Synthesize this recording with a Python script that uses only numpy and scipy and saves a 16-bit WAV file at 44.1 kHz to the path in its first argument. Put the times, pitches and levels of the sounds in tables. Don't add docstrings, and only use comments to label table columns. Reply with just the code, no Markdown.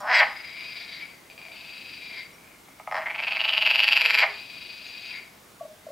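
import sys
import numpy as np
from scipy import signal
from scipy.fft import rfft, irfft, next_fast_len
from scipy.io import wavfile
from scipy.ndimage import uniform_filter1d, minimum_filter1d

SR = 44100
rng = np.random.default_rng(int(sys.argv[2]) if len(sys.argv) > 2 else 0)


def gain_from_decibels(decibels):
    exponent = np.asarray(decibels, float) / 20
    return 10 ** exponent


def materialize(psi):
    bounded = np.clip(np.atleast_2d(psi).T, -1, 1)
    quanta = np.round(bounded * 32767).astype(np.int16)
    wavfile.write(sys.argv[1], SR, quanta)


N = 260631

# (pitch_hz, width_hz, level_db)
THROAT_HOLLOWS = [(651, 64, -1), (819, 68, -1.5), (1017, 293, 2.5), (1263, 56, -4), (1500, 26, -36),
                  (510, 180, -6.5)]


def along(points, hz):
    f, v = np.transpose(points)
    return np.interp(np.log(hz + 1), np.log(f + 1), v)


def filtered(x, response):
    m = next_fast_len(N + SR // 2)
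    return irfft(rfft(x, m) * response(np.fft.rfftfreq(m, 1 / SR)), m)[..., :N]


def blunt(f, top_hz):
    return 1 / (1 + 1.3j * f / top_hz - (f / top_hz) ** 2)


def modes(table):
    def response(f):
        total = 0
        for k, (hz, width_hz, db) in enumerate(table):
            ring = 1j * f * SR / (2 * np.pi) / (hz * hz - f * f + 1j * f * width_hz)
            total = total + (-1) ** k * gain_from_decibels(db) * ring
        return total
    return response


def clicks(s, db):
    return np.bincount(np.round(s * SR).astype(int), gain_from_decibels(db), N)[:N]


def rings(s, hz, db, rise_s, t60_s):
    t = np.arange(int(np.max(t60_s) * SR)) / SR
    swell = (1 - np.exp(-t / np.c_[rise_s])) ** 2
    fade = gain_from_decibels(np.c_[db] - 60 * t / np.c_[t60_s])
    tone = np.sin(2 * np.pi * np.c_[hz] * t)
    at = np.round(s * SR).astype(int)[:, None] + np.arange(len(t))
    return np.bincount(at.ravel(), (swell * fade * tone).ravel(), N)[:N]


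def tones(rows):
    s, hz, db, rise_ms, t60_ms = np.transpose(rows)
    return rings(s, hz, db + 14.5, rise_ms / 1000, t60_ms / 1000)


def burst_pulses(rows, step_ms, count):
    s, db, gap_ms, close_db, slope_db = np.transpose(rows)
    back = np.arange(count)
    luck = rng.standard_normal((len(s), 2, count)) * (back > 0)
    lead_s = s[:, None] - back * step_ms / 1000 + .00025 * luck[:, 0]
    drop_db = slope_db[:, None] * np.minimum(back, 2.2) ** .75
    lead_db = db[:, None] - drop_db + .8 * luck[:, 1]
    return np.append(lead_s, s + gap_ms / 1000), np.append(lead_db, db + close_db)


def croak_pulses(rows):
    s, rate, db = np.transpose(rows)
    t = np.arange(s[0], s[-1], 1 / SR)
    turns = np.cumsum(np.interp(t, s, rate)) / SR
    at = np.interp(np.arange(int(turns[-1]) + 1), turns, t)
    luck = rng.standard_normal((len(at), 2))
    return at + 0.00017 * luck[:, 0], np.interp(at, s, db) + 0.65 * luck[:, 1]


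def air():
    # (pitch_hz, level_db per Hz)
    colour = [(15, -44), (30, -11), (195, -2), (620, -6), (1070, -7), (1900, -9.5), (3300, -13.5),
              (15900, -20.5)]
    # (pitch_hz, likeness 0 to 1)
    alike = [(30, 0.996), (100, 1), (290, 0.82), (640, 0.37), (1410, 0.3), (3100, 0.46), (6820, 0.9),
             (9000, 0.99)]
    z = signal.stft(rng.standard_normal((2, N)), nperseg=512)[2]
    patches = uniform_filter1d(rng.standard_normal(z.shape[1:]), 5, axis=0)
    patches = uniform_filter1d(patches, 14, axis=1)
    pair = signal.istft(z * gain_from_decibels(0.81 * patches / patches.std()), nperseg=512)[1][:, :N]

    def mid_and_side(f):
        turn = np.arccos(np.clip(along(alike, f), -1, 1)) / 2
        return gain_from_decibels(along(colour, f)) * [np.cos(turn), np.sin(turn)]

    mid, side = filtered(pair, mid_and_side)
    return gain_from_decibels(-53) / mid.std() * np.array([mid + side, mid - side])


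def birds():
    # (start_s, pitch_hz, peak_db, rise_ms, t60_ms)
    calls = [(.003, 7150, -48.5, 1.7, 19), (2.325, 5600, -56, 15, 110), (4.01, 479, -46.5, 42, 360),
             (4.12, 461, -56, 24, 490), (4.27, 413, -44, 39.5, 190), (4.86, 6620, -53, 12.2, 86),
             (5.0, 6500, -60, 15, 110), (5.055, 6560, -54, 12, 81), (5.14, 6750, -60, 20, 160),
             (5.36, 6360, -64, 36, 170), (5.8, 2060, -61, 35, 240)]
    return tones(calls)


def frog_pulses():
    # (time_s, pulses per s, peak_db)
    croaks = [
        [(.004, 198, -39.5), (.06, 205, -26.5), (.105, 253, -15.5), (.145, 225, -9.5), (.187, 188, -10.5),
         (.197, 316, -8.5), (.206, 310, -5), (.213, 280, -10), (.24, 230, -18)],
        [(2.9763, 165, -21), (3.0, 150, -29), (3.02, 150, -23), (3.045, 225, -35)],
        [(4.2168, 260, -13), (4.232, 259, -7), (4.2445, 340, -16)],
    ]
    # (start_s, peak_db)
    lone_clicks = [(2.684, -44), (2.798, -36), (2.874, -29), (2.913, -25), (2.9235, -21), (2.9445, -20),
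                   (2.9545, -20), (2.967, -21), (3.0845, -24), (4.2045, -9), (4.212, -13)]
    # (strong pulse start_s, peak_db, gap to closing pulse in ms, closing pulse over strong in dB)
    rattle = [(3.068, -20, 5.2, -1), (3.107, -20, 6, -1), (3.154, -21, 5.9, 1), (3.195, -17, 6.8, 0),
              (3.237, -15, 10.4, -4), (3.2825, -13, 10, -12), (3.3225, -13, 10.9, -5), (3.363, -15, 6.4, 2),
              (3.4055, -11, 9.2, 0), (3.453, -10, 8, -9), (3.493, -8, 11.1, -8), (3.537, -9, 12.8, -6),
              (3.579, -7, 10, -12), (3.624, -7, 8, -9), (3.6645, -6, 10, -1), (3.705, -8, 6.9, 2),
              (3.750, -10, 7.8, 4), (3.7935, -7, 9.3, 1), (3.8355, -7, 7.5, 0), (3.8805, -7, 7.2, 1),
              (3.924, -6, 7.3, 0), (3.9675, -6, 7.4, 0), (4.0105, -10, 6.3, 4), (4.0535, -7, 6.7, 2),
              (4.101, -8, 6.1, 2), (4.145, -7, 6.1, 1), (4.188, -5, 6, -2)]
    strong_s, strong_db = np.transpose(rattle)[:2]
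    slope_db = 6.5 + 0.19 * strong_db
    open_ms = np.minimum(8.3 + 1.3 * (strong_db + 21), 13)
    opens = strong_s - open_ms / 1000
    pulses = np.array(burst_pulses(np.c_[rattle, slope_db], step_ms=4.4, count=4))
    burst = np.minimum(np.searchsorted(strong_s, pulses[0] - .002), len(opens) - 1)
    early = (pulses[0] < opens[burst] - .001) & (pulses[0] > opens[burst] - .006)
    parts = [pulses[:, ~early], np.transpose(lone_clicks)]
    s, db = np.hstack(parts + [croak_pulses(c) for c in croaks])
    return s - .0004, db, opens, strong_db


def frog_skin(s, db, skin_hz, skin_db, throat_db):
    # (multiple of the group's pitch, level_db, t60_ms)
    skin_rings = [
        [(1, 1.5, 5.76), (.995, -13, 32), (.86, -8.5, 19.6), (1.11, -27, 55), (1.25, -7, 3.5), (1.42, -54, 4.9)],
        [(1.59, -9.5, 17), (1.75, -11.5, 5.7)],
        [(2.22, -9.5, 12.4), (2.52, 3, 7.8)],
    ]
    # (time_s, pitch ratio)
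    squeak_drift = [(3.2, 1.05), (3.6, 1.02), (4.0, 1), (4.22, 1.01)]
    whistle_db = 8 + 3.9 * skin_db
    squeak_db = -28 - 0.0039 * np.maximum(skin_hz - 4690, 0) - 1.3 * (throat_db + 16)
    squeak_hz = 4620 * np.interp(s, *np.transpose(squeak_drift))
    one = np.ones(len(s))
    out = np.zeros(N)
    pitches, levels = (skin_hz, skin_hz, squeak_hz), (skin_db, whistle_db, squeak_db)
    for group, group_db, pitch in zip(skin_rings, levels, pitches):
        for ratio, level_db, t60_ms in group:
            luck = rng.standard_normal((len(s), 2))
            hz = ratio * pitch * (1 + .009 * luck[:, 0])
            size_db = db + group_db + level_db + 0.73 * luck[:, 1]
            out = out + rings(s, hz, size_db, 0.00041 * one, t60_ms / 1000 * one)
    return out


def frog():
    # (time_s, sac pitch_hz, skin pitch_hz, throat_db, skin_db), both dB over the sac
    swelling = [
        [(0, 1350, 5640, 11, -0.5), (.048, 1370, 5300, 8, -18), (.098, 1790, 5050, -0.5, -14.5),
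         (.15, 2070, 5030, -10.5, -7), (.2, 2010, 4720, -12.5, -8), (.218, 2060, 4830, 0.5, -45),
         (.25, 1960, 4870, -3.5, -49)],
        [(2.68, 2280, 5300, 6.5, -47), (2.875, 2050, 5220, 12, -23), (2.925, 2030, 5300, 6.5, -13.5),
         (2.97, 1740, 5060, 4, -10), (3.02, 1930, 4950, -2, -27)],
        [(3.11, 2170, 4680, -8, -21), (3.22, 2475, 4700, -11, -14.5), (3.34, 2670, 4560, -11, -11.5),
         (3.45, 2760, 4550, -14.5, -11.5), (3.9, 2674, 4690, -17.5, -8.5), (4.2, 2370, 4727, -19, -7.5),
         (4.223, 2180, 4670, -6, -8.5), (4.245, 2170, 4800, -7, -26)],
    ]
    # (pitch_hz, width_hz, level_db)
    ledge = [(1855, 40, -5), (3340, 60, -5), (3660, 70, -10), (3950, 60, -9)]
    soft_hz = 4500
    s, db, opens, strong_db = frog_pulses()
    when, *columns = np.vstack(swelling).T
    sac_hz, skin_hz, throat_db, skin_db = (np.interp(s, when, c) for c in columns)
    pitch_luck, fade_luck, throat_luck, skin_luck = rng.standard_normal((4, len(s)))
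    one, each = np.ones(len(s)), np.ones(len(opens))

    sac = rings(s, sac_hz * (1 + .04 * pitch_luck), db + 3, .0001 * one, .0078 * gain_from_decibels(fade_luck))
    snap_db = -1.5 + 0.54 * db
    snap = rings(s, 1.15 * sac_hz, db + snap_db, .00008 * one, .0025 * one)
    hum_hz = 1.06 * np.interp(opens, when, columns[0])
    hum = rings(opens, hum_hz, -20 + 0.3 * strong_db, 0.0008 * each, 0.038 * each)
    out = filtered(hum - sac - snap, lambda f: blunt(f, soft_hz))

    throat_pulses = clicks(s, db + throat_db - 8.5 + throat_luck)
    out = out - filtered(throat_pulses, lambda f: modes(THROAT_HOLLOWS)(f) / (1 + 1j * f / 2500))
    out = out + filtered(clicks(s, db + skin_db - 11.5 + 2 * skin_luck), modes(ledge))
    out = filtered(out, lambda f: blunt(f, 1.01 * soft_hz))
    out = out + frog_skin(s, db, skin_hz, skin_db, throat_db)

    def small_body(f):
        x = f / 580
        return ((1j * x) ** 2 / (1 + 1.1j * x - x ** 2)) ** 3

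    return filtered(out, small_body)


def wall_echoes(x):
    # (delay_ms, level_db)
    walls = [(3.8, -12), (8.1, -9.5), (13, -37), (19, -17.5)]
    return filtered(x, lambda f: sum(gain_from_decibels(db) * np.exp(-2j * np.pi * f * ms / 1000) for ms, db in walls))


def pond(x, count=24):
    # (pitch_hz, t60_s)
    fading = [(400, 0.36), (1000, 0.43), (2200, 0.33), (5000, 0.37), (9000, 0.31)]
    # (pitch_hz, share of left-right difference)
    width = [(500, 0.11), (2500, 0.3), (5000, 0.028), (8000, 0.054), (12000, .04)]
    out, step = np.zeros((2, N + SR)), N // count + 1
    for start in range(0, N, step):
        hz, t, z = signal.stft(rng.standard_normal((2, SR // 2)), SR, nperseg=256)
        z[1] *= along(width, hz)[:, None]
        fade = gain_from_decibels(-60 * t / along(fading, hz)[:, None])
        mid, side = signal.istft(z * fade, SR, nperseg=256)[1]
        tail = np.array([mid + side, mid - side]) / np.linalg.norm(mid)
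        wet = signal.fftconvolve(x[None, start:start + step], tail, axes=1)
        out[:, start + 300:][:, :wet.shape[1]] += wet
    return out[:, :N]


def neighbour():
    # (first burst start_s, end_s, gap between bursts in ms)
    rattles = [
        (.279, 1.28, 40.5),
        (1.523, 2.76, 41.1),
        (4.3, 5.4, 39.7),
    ]
    # (time_s, peak_db, sac pitch_hz, skin_db over the sac)
    calls = [
        [(.3, -25.5, 2041, -12), (.65, -27.5, 2430, -3.5), (.95, -28.5, 2170, -1.5), (1.01, -24, 2310, -9.5),
         (1.06, -35.5, 2380, -10), (1.17, -42, 2050, -8), (1.27, -47, 2100, -16)],
        [(1.3, -31, 2460, -8), (1.5, -34, 2290, -11), (1.53, -29.5, 2530, -5.5), (2.0, -29, 2494, -3.5),
         (2.19, -26, 2205, -7.5), (2.27, -43.5, 2270, -27), (2.45, -39, 2330, -28), (2.6, -51, 2200, -28),
         (2.75, -47, 2260, -29)],
        [(4.3, -29.5, 2527, -3.5), (4.8, -31.5, 2475, 0), (5.088, -27.5, 2500, -3), (5.14, -23.5, 2150, -9.5),
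         (5.18, -30, 2300, -17), (5.27, -44, 2260, -10), (5.4, -55, 2300, -9)],
    ]
    # (start_s, peak_db)
    opening_clicks = [(1.2999, -36.5), (1.3783, -34), (1.4152, -34), (1.4518, -32.5), (1.4838, -35.5),
                      (1.5187, -35)]
    # (pitch_hz, width_hz, level_db)
    low_skin = [(1690, 160, -28), (3230, 490, -9.5), (3984, 183, -5.5)]
    when, effort_db, sac_hz, skin_db = np.vstack(calls).T
    s = np.hstack([np.arange(first, end, gap_ms / 1000) for first, end, gap_ms in rattles])
    luck = rng.standard_normal((len(s), 3))
    db = np.interp(s, when, effort_db) + 1.43 * luck[:, 0]
    s = s + 0.0022 * luck[:, 1]
    gap_ms = 7 + 1.3 * luck[:, 2]
    rows = np.c_[s + .004, db - 3, gap_ms, 0 * s - 2, 0 * s + 2.5]
    bursts = burst_pulses(rows, step_ms=4.4, count=4)
    s, db = np.hstack([bursts, np.transpose(opening_clicks) + [[0], [3]]])
    lone = np.arange(len(s)) >= len(bursts[0])
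    one = np.ones(len(s))

    skin_pulse_db = db + np.interp(s, when, skin_db)
    skin = filtered(clicks(s, skin_pulse_db + 0.5), modes(low_skin))
    top_hz = 4700 * (1 + 0.068 * np.exp(-(s - rattles[0][0]) / 0.22))
    skin = skin - rings(s, top_hz, skin_pulse_db - 1, .0001 * one, 0.015 * one)
    throat_db = -30.5 - 0.55 * (np.interp(s, when, effort_db) + 29.5) + 10 * lone
    throat = filtered(clicks(s, db + throat_db), modes(THROAT_HOLLOWS))
    hz = np.interp(s, when, sac_hz) * (1 + .018 * rng.standard_normal(len(s)))
    sac = rings(s, hz, db, 0.0001 * one, 0.013 * one)

    def bounce(f):
        late = np.exp(-2j * np.pi * f * .00283)
        return 1 + .7 * late + .3 * late ** 2

    def reeds(f):
        return 1 / (1 + (1j * f / 5100) ** 2 + 1.2j * f / 5100) ** 2

    return filtered(filtered(0.25 * sac + skin + throat, bounce) + 0.69 * sac, reeds)


def grunts():
    # (start_s, pitch_hz, peak_db, rise_ms, t60_ms)
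    grunt_tones = [
        (5.597, 1130, -46, 8, 70),
        (5.608, 660, -25, 6, 34),
        (5.625, 610, -37, 5, 50),
        (5.649, 630, -32, 6, 55),
        (5.685, 620, -48, 12, 200),
        (5.635, 1130, -52, 8, 70),
        (5.882, 1100, -52, 8, 60),
        (5.8655, 630, -31, 4, 30),
        (5.884, 560, -34, 5, 32),
        (5.902, 600, -33, 4, 35),
    ]
    return tones(grunt_tones)


def scene():
    near, far, soft = frog(), neighbour(), grunts()
    out = (near + wall_echoes(near)) * gain_from_decibels([[.2], [-.2]]) + gain_from_decibels(-7) * pond(near)
    out = out + (gain_from_decibels(-1) * far + gain_from_decibels(1.5) * pond(far)) * gain_from_decibels([[2.1], [-2.1]])
    out = out + (soft + gain_from_decibels(-12) * pond(soft)) * gain_from_decibels([[.8], [-.8]])
    return out + birds() + air()


def low_pass(x):
    return signal.sosfilt(signal.butter(12, 17030, fs=SR, output="sos"), x)


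def record(dry):
    need = np.minimum(1, .66 / (np.abs(dry).max(0) + 1e-9))
    gain = uniform_filter1d(minimum_filter1d(need, size=161), size=81)
    mix = filtered(dry * gain, lambda f: f < 15800)
    return low_pass(mix)


dry = scene()
out = record(dry)
materialize(out)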